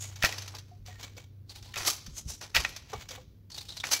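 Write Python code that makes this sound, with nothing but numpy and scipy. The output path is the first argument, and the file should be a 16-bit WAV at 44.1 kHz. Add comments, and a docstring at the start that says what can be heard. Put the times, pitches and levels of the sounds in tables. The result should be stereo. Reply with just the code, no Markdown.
"""Wooden hand loom outdoors

Close by, treadles drop the shaft frames with wooden clacks and their wire heddles rattle. The shuttle
slides through the warp; the beater scrapes to and fro and thumps the cloth. Blows and grainy friction
drive the resonances of each part. A far motor hums under light open air."""
import sys
import numpy as np
from scipy import signal
from scipy.fft import rfft, irfft, next_fast_len
from scipy.io import wavfile
from scipy.ndimage import map_coordinates

SR = 44100
rng = np.random.default_rng(int(sys.argv[2]) if len(sys.argv) > 2 else 0)


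def persist_wave(psi):
    """Save psi, clipped to +-1, as 16-bit WAV."""
    counts = np.round(np.clip(psi, -1, 1) * 32767).astype(np.int16)
    wavfile.write(sys.argv[1], SR, np.atleast_2d(counts).T)


N = 176400
EVENT_SAMPLES = 32768
GRAZE_S = 0.009  # parts graze this long before they strike

# heddle tick spectrum: f/Hz, level/dB
TICK_COLOUR = [(200, -28), (1000, -8), (2500, -6), (4000, -1.5), (6300, -3.5), (8800, -19), (12000, -13.5),
               (16000, -22)]


def shafts():
    """Shaft frames drop onto wood and bounce."""
    # t/s, level/dB, tilt/(dB/oct)
    clacks = [(0.2264, -22, 1.5), (0.2357, -23, 4), (0.2414, -21, -6.5), (0.2488, -15.5, 2),
              (0.2571, -23.5, 2), (0.269, -31.5, 7.5), (0.326, -29.5, 1.5), (1.742, -33, 0),
              (1.76, -30.5, 2), (1.768, -28.5, -5), (1.807, -33.5, -7), (2.548, -32, -5),
              (2.5509, -19, 2.5), (2.556, -31, -7.5), (2.5595, -18, 4.5), (2.566, -12.5, -1.5),
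              (2.65, -22, -1.5), (2.693, -39.5, 5.5), (3.84, -24, -2)]
    # f/Hz, level/dB
    colour = [(100, -8.5), (300, -22.5), (800, -6.5), (1400, -6.5), (2400, -2), (4000, 2), (6000, -1.5),
              (8800, -19), (11500, -13.5), (16000, -20.5)]
    # f/Hz, width/Hz, lift/dB
    modes = [(580, 30, 3.2), (1357, 40, 15), (1890, 160, 17), (2320, 65, 12), (2526, 250, 13),
             (3360, 60, 4.4)]
    return strikes(clacks, body(colour, modes), t60_s=0.0069, tail_db=-5, tail_t60_s=0.089, snap_db=17)


def heddles():
    """Wire heddles and reed rattle at each drop and beat, with light ticks between."""
    # peak t/s, level/dB, t60/s, tilt/(dB/oct)
    rattles = [(.245, -33, 0.79, -1), (1.775, -30, 0.63, 0.4), (1.853, -29.5, 0.14, 1),
               (1.866, -18.5, 0.24, 4), (2.415, -36, 0.26, -1), (2.566, -29.5, 0.36, -0.5),
               (2.655, -43, 0.73, -1), (3.85, -35.5, 0.99, 0), (3.917, -22.5, 0.25, 2),
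               (3.932, -21, 0.13, 3)]
    # t/s, level/dB
    ticks = [(.160, -40.5), (0.383, -32), (0.4217, -38), (.480, -37.5), (.551, -37.5), (.586, -40),
             (.863, -44.5), (1.031, -36.5), (1.169, -47.5), (1.627, -46), (2.065, -39), (2.7649, -33.5),
             (2.935, -39), (3.09, -36), (3.109, -38), (3.503, -46), (3.58, -38), (3.77, -36)]
    # f/Hz, level/dB
    rattle_colour = [(100, -23), (300, -4), (800, -3), (2000, -2.5), (4000, -1), (6000, -2.5), (7600, -5.5),
                     (8700, -16), (11300, -8.5), (13500, -18), (16000, -19.5)]
    # f/Hz, width/Hz, lift/dB
    modes = [(4690, 150, 4), (5410, 180, 4.1), (6070, 150, 7.7)]
    rattling = chatter(rattles, body(rattle_colour, modes), rise_s=0.024, grain_db=3, clump_db=2.6)
    wire = body(TICK_COLOUR, modes)
    return rattling + strikes(ticks, wire, t60_s=0.046, tail_db=-15, tail_t60_s=0.14, snap_db=9.5)


def shuttle():
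    """The hollow shuttle slides and jostles on its race."""
    # peak t/s, level/dB, t60/s
    slides = [(.03, -46.5, 0.59), (.17, -50, 0.85), (.555, -44, 0.12), (.878, -43, 0.35), (.995, -48, 0.59),
              (1.04, -41.5, 0.11), (1.185, -42, 0.16), (2.9, -42.5, 0.22), (2.96, -44, 0.44),
              (3.012, -38.5, 0.091), (3.117, -38, 0.24)]
    # f/Hz, level/dB
    colour = [(150, -9.5), (500, -2), (1300, -4.5), (3500, 0), (5500, -6), (7200, -5.5), (9000, -19),
              (16000, -15.5)]
    # f/Hz, width/Hz, lift/dB
    modes = [(2254, 42, 9), (5870, 74, 6.3)]
    return chatter(slides, body(colour, modes), rise_s=0.061, grain_db=3.5, clump_db=3.5)


def wood_notes(attack_s=0.0024, t60_s=0.15, waver_rad=0.26):
    """Single modes of the shuttle and wooden bars ring briefly, wavering as they die."""
    # t/s, level/dB, f/Hz
    notes = [(.714, -48.5, 718), (.882, -46.5, 724), (.908, -48.5, 1890), (.952, -48, 1850),
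             (1.03, -41.5, 2340), (1.166, -47, 500), (1.685, -54, 1010), (1.865, -40, 315),
             (2.948, -41, 2265), (3.104, -44, 513), (3.178, -44, 510), (3.94, -26, 2310)]
    out, t = np.zeros((2, N)), np.arange(EVENT_SAMPLES) / SR
    for start_s, db, hz in notes:
        phase = 2 * np.pi * (hz * t + rng.random()) + waver_rad * wobble(160, EVENT_SAMPLES)
        envelope = amp(db - 60 * t / t60_s) * (1 - np.exp(-t / attack_s))
        note = envelope * np.sin(phase)
        add(out, start_s, np.array([note, note]))
    return out


def beater_swing(creak_t60_s=0.076, creak_width_hz=300, creak_lift_db=16):
    """The swinging beater rubs, and creaks by stick-slip."""
    # peak t/s, level/dB, t60/s, tilt/(dB/oct)
    rubs = [(1.505, -48, 0.31, 2), (1.56, -43, 0.2, 2), (1.645, -49.5, 0.98, 1), (3.55, -43, 0.77, 3),
            (3.7, -50, 1, 2)]
    # f/Hz, level/dB
    rub_colour = [(200, -5.5), (800, -5), (1600, -8.5), (4200, 1.5), (9000, -16), (16000, -21.5)]
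    # f/Hz, width/Hz, lift/dB
    rub_modes = [(820, 40, 13)]
    # peak t/s, level/dB, f/Hz
    creaks = [(1.496, -37, 4330), (3.518, -38, 4400), (3.547, -34.5, 4450), (3.581, -34.5, 3850),
              (3.608, -38.5, 4440), (3.688, -34, 3700), (3.704, -40.5, 4100), (3.723, -38, 3770),
              (3.772, -33, 4120), (3.801, -33.5, 3600)]
    # f/Hz, level/dB
    creak_colour = [(2500, -10.5), (4000, -1), (5500, -1.5), (16000, -22.5)]
    out = chatter(rubs, body(rub_colour, rub_modes), rise_s=0.068, grain_db=2.5, clump_db=3)
    for peak_s, db, hz in creaks:
        wood = body(creak_colour, [(hz, creak_width_hz, creak_lift_db)])
        out += chatter([(peak_s, db, creak_t60_s)], wood, rise_s=0.011, grain_db=3.5, clump_db=1)
    return out


def warp(width_hz=500, lift_db=11):
    """Warp threads brush through the reed."""
    # peak t/s, level/dB, t60/s, f/Hz
    swishes = [(0.024, -36, 0.27, 6740), (2.186, -34, 0.12, 6410), (2.305, -35, 0.27, 5910)]
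    # f/Hz, level/dB
    colour = [(1500, -20), (4500, -10.5), (7400, -10.5), (8800, -16.5), (11500, -16), (16000, -28.5)]
    out = np.zeros((2, N))
    for peak_s, db, t60_s, hz in swishes:
        threads = body(colour, [(hz, width_hz, lift_db)])
        out += chatter([(peak_s, db, t60_s)], threads, rise_s=0.14, grain_db=1, clump_db=3)
    return out


def beater_press():
    """The beater thuds into the cloth."""
    # peak t/s, level/dB, t60/s
    beats = [(1.878, -35, 0.19), (3.925, -48.5, .22)]
    # f/Hz, level/dB
    colour = [(100, -9.5), (300, -11.5), (1200, -7.5), (2500, -16.5), (16000, -56.5)]
    # f/Hz, width/Hz, lift/dB
    modes = [(312, 14, 4), (600, 80, 6.1), (1220, 96, 16)]
    return chatter(beats, body(colour, modes), rise_s=0.036, grain_db=5.5, clump_db=2)


def frame():
    """Dull knocks on the wooden frame."""
    # t/s, level/dB
    knocks = [(.541, -47.5), (1.879, -38.5), (2.933, -34), (3.178, -53.5)]
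    # f/Hz, level/dB
    colour = [(80, -44), (350, -7), (800, 3.5), (1200, 1), (1600, -6.5), (4000, -9.5), (16000, -47.5)]
    # f/Hz, width/Hz, lift/dB
    modes = [(430, 61, 12.5), (797, 110, 7.9), (1170, 140, 8.4)]
    return strikes(knocks, body(colour, modes), t60_s=0.036, tail_db=-1.5, tail_t60_s=0.13, snap_db=20)


def stand():
    """Low thumps pass through the cloth and stand."""
    # t/s, level/dB
    thumps = [(0.793, -47.5), (2.075, -39.5), (2.259, -39), (2.58, -37.5), (2.634, -42), (2.944, -39.5)]
    # f/Hz, level/dB
    colour = [(15, -31.5), (40, -2), (65, 2), (200, -16.5), (2000, -76.5)]
    return strikes(thumps, body(colour), t60_s=0.19, tail_db=-7.5, tail_t60_s=0.49, snap_db=24.5)


def afterring(loom, level_db=-24.5, t60_s=0.79):
    """Every loom sound leaves the hanging heddles ringing faintly."""
    t = np.arange(EVENT_SAMPLES) / SR
    tail = resonate(noise(EVENT_SAMPLES) * amp(-60 * t / t60_s), body(TICK_COLOUR))
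    tail /= np.linalg.norm(tail[0])
    return amp(level_db) * signal.fftconvolve(loom, tail, axes=1)[:, :N]


def motor(hum_hz=98.1):
    """A far motor hums, wavering in pitch and level."""
    # t/s, level/dB
    contour = [(0, -44), (0.499, -47.5), (1.9, -51.5), (2.8, -62), (3.101, -55.5), (4, -55.5)]
    # multiple of hum_hz, level/dB
    partials = [(1, -2), (1.3, -15)]
    level = amp(np.interp(np.arange(N) / SR, *np.transpose(contour)) + 1.2 * wobble(12, N))
    cycles = np.cumsum(hum_hz * (1 + 0.008 * wobble(11, N))) / SR
    hum = sum(amp(db + 0.5 * wobble(12, N)) * np.sin(2 * np.pi * (multiple * cycles + rng.random()))
              for multiple, db in partials)
    return np.sqrt(2) * level * hum


def open_air(level_db=-54):
    """Soft, low rush of open air."""
    # f/Hz, relative density/dB
    colour = [(20, -17.5), (62, 3.5), (130, -4), (200, -11), (400, -19), (800, -37), (5500, -44),
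              (8500, -52.5), (16000, -39.5)]
    rush = unit(filtered(noise(N), lambda hz: amp(along(colour, hz))))
    return rush * amp(level_db + 0.66 * wobble(7.6, N))


def strikes(rows, gain, t60_s, tail_db, tail_t60_s, snap_db):
    """Blows on a body: graze, one-sample snap, quick scatter, tail. Optional third column: tilt."""
    out, t = np.zeros((2, N)), np.arange(EVENT_SAMPLES) / SR - GRAZE_S
    after_s = np.maximum(t, 0)
    graze = amp(40 * np.minimum(t, 0) / GRAZE_S)
    decay = amp(-60 * after_s / t60_s) + amp(tail_db - 60 * after_s / tail_t60_s)
    for hit_s, db, *tilt in rows:
        force = noise(EVENT_SAMPLES) * graze * decay
        force[:, round(GRAZE_S * SR)] = amp(snap_db)
        add(out, hit_s - GRAZE_S, amp(db) * resonate(force, gain, *tilt))
    return out


def chatter(rows, gain, rise_s, grain_db, clump_db, grains_per_s=1500, clumps_per_s=170):
    """Tiny clumped contacts swell 60 dB in rise_s, then die away. 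Optional fourth column: tilt."""
    out, t = np.zeros((2, N)), np.arange(EVENT_SAMPLES) / SR - rise_s
    for peak_s, db, t60_s, *tilt in rows:
        hiss = noise(len(t))
        rough_db = grain_db * wobble(grains_per_s, len(t)) + clump_db * wobble(clumps_per_s, len(t))
        grains = unit(hiss * amp(rough_db))
        swell = amp(db - 60 * np.maximum(t / t60_s, -t / rise_s))
        add(out, peak_s - rise_s, resonate(grains * swell, gain, *tilt))
    return out


def body(colour, modes=(), ripple_db=1.6, ripple_hz=31.84):
    """Gain spectrum: broad colour, main resonances and a random ripple of weak ones."""
    hz = np.fft.rfftfreq(EVENT_SAMPLES, 1 / SR)
    peaks = sum(amp(db) ** 2 / (1 + (2 * (hz - centre) / width) ** 2) for centre, width, db in modes)
    lift = np.sqrt(1 + peaks)
    ripple = map_coordinates(rng.standard_normal(len(hz)), [hz / ripple_hz])
    return lift * amp(along(colour, hz) + ripple_db * ripple / lift * np.minimum(hz / 400, 1))


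def resonate(force, gain, tilt_db_per_oct=0):
    """Force through a body's minimum-phase response; harder contacts tilt it brighter."""
    hz = np.fft.rfftfreq(EVENT_SAMPLES, 1 / SR)
    tilted = unit(gain * amp(tilt_db_per_oct * np.log2(np.maximum(hz, 400))))
    cepstrum = irfft(np.log(tilted + 1e-6))
    cepstrum[1:EVENT_SAMPLES // 2] *= 2
    cepstrum[EVENT_SAMPLES // 2 + 1:] = 0
    return irfft(rfft(force) * np.exp(rfft(cepstrum)))


def noise(size):
    """White stereo noise, the channels most alike in the midrange."""
    # f/Hz, left-right correlation
    likeness = [(40, 0.17), (1100, 0.83), (2300, 0.15), (5000, 0.14), (12000, 0.29)]

    def mid_side_gains(hz):
        angle = np.arccos(np.clip(along(likeness, hz), -1, 1)) / 2
        return np.array([np.cos(angle), np.sin(angle)])

    mid, side = filtered(rng.standard_normal((2, size)), mid_side_gains)
    return np.array([mid + side, mid - side])


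def amp(db):
    """Decibels to gain."""
    return 10 ** (np.asarray(db) / 20)


def unit(x):
    """Scale to rms 1."""
    return x / np.sqrt(np.mean(x ** 2) + 1e-20)


def along(points, hz):
    """Interpolate (f/Hz, value) points on a log axis."""
    f, values = np.transpose(points)
    return np.interp(np.log(hz + 1), np.log(f + 1), values)


def wobble(knots_per_s, size):
    """Smooth random curve."""
    knots = rng.standard_normal(int(size * knots_per_s / SR) + 4)
    return map_coordinates(knots, [np.arange(size) * knots_per_s / SR])


def filtered(x, response):
    """Apply response(hz) by FFT."""
    padded = next_fast_len(x.shape[-1] + 8192)
    hz = np.fft.rfftfreq(padded, 1 / SR)
    return irfft(rfft(x, padded) * response(hz), padded)[..., :x.shape[-1]]


def add(out, start_s, sound):
    """Mix a sound in, cropped to out."""
    start = round(start_s * SR)
    sound = sound[:, max(-start, 0):]
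    part = out[:, max(start, 0):][:, :sound.shape[1]]
    part += sound[:, :part.shape[1]]


def scene():
    """The loom stands slightly left, so it reaches the right channel later; motor and air behind."""
    loom = shafts() + heddles() + shuttle() + wood_notes()
    loom += beater_swing() + warp() + beater_press() + frame() + stand()
    loom += afterring(loom)
    lag_s = np.array([[0], [0.00013]])
    return filtered(loom, lambda hz: np.exp(-2j * np.pi * hz * lag_s)) + motor() + open_air()


def record(dry):
    """The channels differ in colour and share a band limit."""
    # f/Hz, left minus right/dB
    balance = [(60, -4.5), (300, 1), (1200, 2.5), (2500, 1)]
    share, top_hz = np.array([[0.5], [-0.5]]), 15750
    return filtered(dry, lambda hz: amp(along(balance, hz) * share) * (hz < top_hz))


dry = scene()
out = record(dry)
persist_wave(out)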